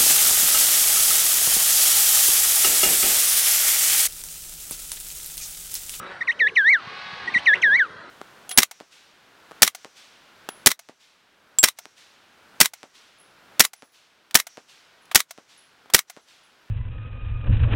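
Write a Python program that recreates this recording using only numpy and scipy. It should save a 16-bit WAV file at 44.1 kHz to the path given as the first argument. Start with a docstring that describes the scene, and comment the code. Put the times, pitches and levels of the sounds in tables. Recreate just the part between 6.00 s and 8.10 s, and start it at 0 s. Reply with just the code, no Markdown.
"""First come short rasps from adult penguins, over the steady wash of a colony on open snow.
Then a nearby chick whistles the same phrase twice: a pip, two swoops and a long wavering note.
Its voice is an almost pure tone, with faint overtones shaped by its throat and a hiss of air.
Between the phrases an adult brays farther off, with two voices that beat against each other.
A few soft, low bumps sound close by."""
import sys
import numpy as np
from scipy import signal
from scipy.fft import rfft, irfft
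from scipy.io import wavfile
from scipy.ndimage import uniform_filter1d

SR = 44100
rng = np.random.default_rng(int(sys.argv[2]) if len(sys.argv) > 2 else 0)


def int16_out(signal):
    """Quantize to a 16-bit WAV file."""
    q = np.round(np.clip(np.atleast_2d(signal).T, -1, 1) * 32767)
    wavfile.write(sys.argv[1], SR, q.astype(np.int16))


N = 92610
T = np.arange(N) / SR

# tone colour of the colony and wind: f/Hz, relative level/dB
WASH_COLOUR = [(25, -31), (120, -6), (290, -9.5), (480, -5), (680, -7), (1150, -4), (1750, -2),
               (2400, -16.5), (3900, -16), (5200, -25.5), (7000, -35.5), (9000, -36.5), (11500, -49.5),
               (15500, -58.5)]
# their slow rise and fall: t/s, level/dB
WASH_LEVEL = [(.12, -40.5), (.3, -44.5), (.55, -43.5), (1.7, -39.5), (2.1, -44)]
# low bumps: t/s, f/Hz, level/dB
BUMPS = [(.875, 165.6, -38.5), (1.136, 144, -39.5), (1.363, 218, -27.5)]
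# adults' rasps: start t/s, length/s, level/dB, pitch f/Hz, treble tilt/(dB per octave)
RASPS = [(0, 0.13, -45.5, 189, -3.5), (0.088, 0.045, -34, 189, -4), (1.463, 0.062, -40, 193, 0),
         (1.538, 0.057, -32, 189.7, -2.5), (1.641, 0.1, -47, 199, -7)]
# the rasping throat: f/Hz, relative level/dB
RASP_THROAT = [(50, -42.5), (400, -6.5), (2300, -3.5), (3500, -9), (5000, -23.5), (12000, -55.5)]
# how the bray swells and fades: t/s, level/dB
BRAY_LEVEL = [(.78, -46), (.88, -39), (1.051, -36.5), (1.379, -39), (1.502, -42)]
# the braying throat: f/Hz, relative level/dB
BRAY_THROAT = [(400, -17.5), (620, -20.5), (760, -1), (1150, 4), (1290, -3.5), (1550, 1.5), (2350, -1),
               (3000, -4), (4200, -5), (6300, -27), (11000, -72.5)]
# how the chick's throat shapes its overtones: f/Hz, relative level/dB
CHICK_THROAT = [(2700, -21), (3150, -34.5), (3400, -26.5), (3750, -22), (4200, -23.5), (4900, -28.5),
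                (5750, -29.5), (6500, -40), (7100, -49), (8600, -37.5), (10000, -44.5), (11300, -54.5),
                (12700, -35), (15000, -41)]
# where that throat rings most strongly: f/Hz, relative level/dB
CHICK_RESONANCE = [(1650, -6), (1800, 1), (2000, 0), (2130, -3.5), (2600, -11.5), (3100, -17.5)]
# tone colour of the chick's breath: f/Hz, relative level/dB
BREATH_COLOUR = [(1000, -4.5), (4800, -9.5), (5900, 5), (7000, -13.5), (8600, -0.5), (10500, -28.5),
                 (12700, -21.5), (15500, -39.5)]
# pips and swoops: start t/s, end t/s, base f/Hz, first flick height/Hz, last flick height/Hz,
# effort level/dB, notch f/Hz, hiss level/dB
SHORT_NOTES = [(.2057, 0.238, 1399, 663, 1116, -23.5, 4560, -63),
               (0.271, 0.3258, 1558, 1065, 1540, -18, 4830, -59),
               (0.392, 0.4897, 1473, 1150, 1390, -15, 5100, -80),
               (1.2728, 1.2958, 1630, 270, 307, -22, 4050, -56),
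               (1.3369, 1.3942, 1631, 790, 1490, -15.5, 4930, -50),
               (1.4569, 1.555, 1452, 1264, 1489, -11.5, 5040, -78)]
# the long note that ends each phrase, one list each: t/s, pitch f/Hz, level/dB
LONG_NOTES = [
    [(.554, 3046, -33.5), (.558, 3264, -34.5), (.565, 2320, -17), (.574, 1973, -11.5), (.595, 1733, -14.5),
     (.633, 1521, -22.5), (.655, 1719, -17.5), (.677, 1873, -12), (.7, 2147, -12.5), (.716, 2320, -14.5),
     (.737, 1982, -12.5), (.757, 1660, -17), (.774, 1406, -30.5), (.812, 1160, -47)],
    [(1.617, 3035, -36), (1.622, 3447, -32), (1.629, 2342, -20.5), (1.639, 1928, -11.5),
     (1.66, 1725, -14.5), (1.697, 1577, -17.5), (1.73, 1726, -14.5), (1.759, 1994, -13), (1.772, 2278, -23),
     (1.784, 2286, -21), (1.799, 1850, -14.5), (1.822, 1576, -15.5), (1.845, 1360, -31),
     (1.88, 1070, -49.5)],
]
# each long note's notch, a narrow band where overtones are weaker: f/Hz
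LONG_NOTCHES = [4810, 4870]


def amp(db):
    """Turns decibels into a number to multiply by."""
    return 10 ** (np.asarray(db) / 20)


def unit(x):
    """Scales a signal to an average size (rms) of 1."""
    return x / np.sqrt(np.mean(x ** 2) + 1e-20)


def level_at(table, hz):
    """Looks up a table's decibels at a frequency, on a musical (log) scale."""
    f, db = np.transpose(table)
    return np.interp(np.log(hz + 1), np.log(f + 1), db)


def colour(x, table, tilt_db=0):
    """Filters a sound by a table, adding tilt_db per octave around 1 kHz."""
    hz = np.fft.rfftfreq(N, 1 / SR)
    octaves = np.log2((hz + 1) / 1000)
    return irfft(rfft(x) * amp(level_at(table, hz) + tilt_db * octaves), N)


def wander(rate_hz):
    """A smooth random wobble, mostly slower than rate_hz."""
    hz = np.fft.rfftfreq(N, 1 / SR)
    return unit(irfft(rfft(rng.standard_normal(N)) / (1 + (hz / rate_hz) ** 2), N))


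def ease(x, seconds):
    """Rounds the corners of a curve."""
    reach = np.arange(-600, 601) / SR
    bell = np.exp(-2 * (reach / seconds) ** 2)
    return signal.fftconvolve(np.pad(x, len(bell) // 2, "edge"), bell / bell.sum(), "valid")


def gate(start, end, rise_s, fall_s):
    """Fades in after start and out before end."""
    return np.clip((T - start) / rise_s, 0, 1) * np.clip((end - T) / fall_s, 0, 1)


def pulses(cycles, count, smear=0):
    """Stacks overtones into one pulse per cycle; smear softens the pulses."""
    return unit(sum(np.cos(2 * np.pi * k * (cycles + smear * rng.random())) for k in range(1, count)))


def echoes(x, wet_db, decay_s):
    """Adds a short spray of echoes from ice and nearby birds."""
    t = T[:SR // 2]
    tail = rng.standard_normal(len(t)) * amp(-60 * t / decay_s) * (t > .002)
    return x + amp(wet_db) * signal.fftconvolve(x, tail / np.linalg.norm(tail))[:N]


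def colony(patchy_db=4):
    """Far birds and light wind blend into noise with drifting louder patches."""
    shape = (N // 256 + 5, 513)  # time steps, frequency bands
    hz = np.linspace(0, SR / 2, shape[1])
    drift = uniform_filter1d(rng.standard_normal(shape), size=16, axis=0)
    patches = unit(uniform_filter1d(drift, size=4, axis=1))
    spectrum = rng.standard_normal(shape) + 1j * rng.standard_normal(shape)
    spectrum *= amp(level_at(WASH_COLOUR, hz) + patchy_db * patches)
    noise = signal.istft(spectrum.T, nperseg=1024, noverlap=768)[1][:N]
    return amp(np.interp(T, *np.transpose(WASH_LEVEL))) * unit(noise)


def bumps(width_cycles=0.49):
    """Soft, low knocks, each over in less than two cycles."""
    out = np.zeros(N)
    for time, hz, db in BUMPS:
        cycles = (T - time) * hz
        out -= amp(db) * np.exp(-.5 * (cycles / width_cycles) ** 2) * np.sin(2 * np.pi * cycles)
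    return out


def rasps(rough=0.55, jitter=0.03):
    """Adults push short bursts of uneven pulses through a wide throat."""
    out = np.zeros(N)
    for start, length, db, hz, tilt_db in RASPS:
        cycles = np.cumsum(hz * (1 + jitter * wander(150))) / SR
        puffs = unit(np.exp(-(cycles % 1) / 0.38) * rng.standard_normal(N))
        buzz = (1 - rough) * pulses(cycles, count=45) + rough * puffs
        fade = gate(start, start + length, rise_s=0.027, fall_s=0.042)
        out += amp(db) * unit(colour(buzz, RASP_THROAT, tilt_db)) * fade
    return out


def bray(top_hz=374.6, top_s=1.08, beat_hz=43, coupling=.3, rough=.38):
    """The two sides of an adult's voice box sing a little apart and shake each other into a buzz."""
    arch = 1 - 0.83 * np.minimum((T - top_s) ** 2, .5)  # the pitch rises, then falls
    clock = np.cumsum(arch * (1 + .002 * wander(38))) / SR
    lower, upper = top_hz * clock, (top_hz + beat_hz) * clock
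    voices = pulses(lower, count=28) + pulses(upper, count=26, smear=1)
    mixed_tones = unit(pulses(lower, count=5, smear=1) * pulses(upper, count=4, smear=1))
    buzz = colour(unit(voices + coupling * mixed_tones), BRAY_THROAT)
    hoarse = colour(rng.standard_normal(N), BRAY_THROAT, tilt_db=3.5)
    voice = (1 - rough) * buzz + rough * hoarse
    beat = 1 + .15 * np.cos(2 * np.pi * beat_hz * clock)
    times, db = np.transpose(BRAY_LEVEL)
    fade = gate(times[0], times[-1], rise_s=0.0078, fall_s=.02)
    return unit(voice * beat) * amp(np.interp(T, times, db)) * fade


def breath():
    """Air hisses through the chick's beak."""
    return unit(colour(rng.standard_normal(N), BREATH_COLOUR))


def overtone_gain(k, hz, notch_hz, notch_width_hz=420, step_db=-7.5):
    """The overtone at k times the pitch is shaped by the throat and its notch, and flickers a little."""
    notch_db = -19 * np.exp(-.5 * ((k * hz - notch_hz) / notch_width_hz) ** 2)
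    flicker_db = 2.5 * wander(110)[:len(hz)]
    db = level_at(CHICK_THROAT, k * hz) + step_db * (k - 2.5) + notch_db + flicker_db
    return amp(db) * (k * hz < SR / 2)


def whistle(hz, level, notch_hz, broken=0, squeak_from_hz=2245, flutter_hz=350):
    """An almost pure tone: rough when the voice breaks, rough and airy when pinched high."""
    n = len(hz)
    pinch_khz = np.maximum(hz - squeak_from_hz, 0) / 1000
    jitter = (0.0013 + .025 * pinch_khz) * wander(flutter_hz)[:n]
    phase = 2 * np.pi * np.cumsum(hz * (1 + jitter)) / SR
    squeak_db = 22.5 * pinch_khz  # lifts mainly the lowest overtone
    overtones = sum(overtone_gain(k, hz, notch_hz) * amp(squeak_db / (k - 1)) * np.sin(k * phase)
                    for k in range(2, 8))
    tone = np.sin(phase) + (1 - .5 * broken) * overtones
    hiss = amp(-55.5 + 35 * pinch_khz) * breath()[:n]
    rough = .45 * pinch_khz + .25 * broken
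    flutter = (1 + rough * wander(flutter_hz)[:n]) / np.sqrt(1 + rough ** 2)
    return np.sqrt(2) * level * (flutter * tone + hiss)


def short_note(start, end, base_hz, first_hz, last_hz, effort_db, notch_hz, hiss_db):
    """The pitch drops from a flick, sags, then flicks up; if it gets high enough, the voice breaks."""
    sag_hz_per_s, break_hz, broken_db = 4280, 2200, -15.5
    length = end - start
    out = gate(start - 0.027 * length, end + 0.17 * length, rise_s=0.0081, fall_s=0.016)
    t = T[out > 0]
    first_flick = first_hz / (1 + ((t - start) / 0.0075) ** 2)
    last_flick = last_hz / (1 + ((t - end) / 0.016) ** 2) ** 2
    hz = base_hz + sag_hz_per_s * (end - t) + first_flick + last_flick
    too_high = (1 + np.tanh((hz - break_hz) / 90)) / 2
    second_half = t > (start + end) / 2
    broken = np.maximum.accumulate(second_half * too_high)  # once broken, it stays broken
    db = effort_db + (1 - broken) * level_at(CHICK_RESONANCE, hz) + broken * broken_db
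    out[out > 0] *= whistle(hz, amp(db), notch_hz, broken) + amp(hiss_db) * breath()[:len(t)]
    return out


def long_note(curve, notch_hz, glide_s=0.0062, swell_s=0.0013):
    """The pitch dips, climbs to a crest and falls away."""
    times, hz, db = np.transpose(curve)
    out = gate(times[0] - swell_s, times[-1] + swell_s, 2 * swell_s, 2 * swell_s)
    t = T[out > 0]
    pitch = ease(np.interp(t, times, hz), glide_s)
    level = amp(ease(np.interp(t, times, db), swell_s))
    out[out > 0] *= whistle(pitch, level, notch_hz)
    return out


def chick():
    """The chick whistles two phrases, each of three short notes and a long one."""
    return sum(short_note(*row) for row in SHORT_NOTES) + sum(map(long_note, LONG_NOTES, LONG_NOTCHES))


def scene():
    """The chick is close, with little echo; the adults are farther off."""
    near = echoes(chick(), wet_db=-20.5, decay_s=0.091) + bumps()
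    adults = echoes(bray(), wet_db=-11, decay_s=0.27) + echoes(rasps(), wet_db=0, decay_s=0.16)
    return (near + adults + colony())[None]


def record(dry, cutoff_hz=15400):
    """Cuts away the very highest treble."""
    lowpass = signal.firwin(511, cutoff_hz, window=("kaiser", 9), fs=SR)
    return signal.oaconvolve(dry, lowpass[None], "same")


dry = scene()
out = record(dry)
int16_out(out)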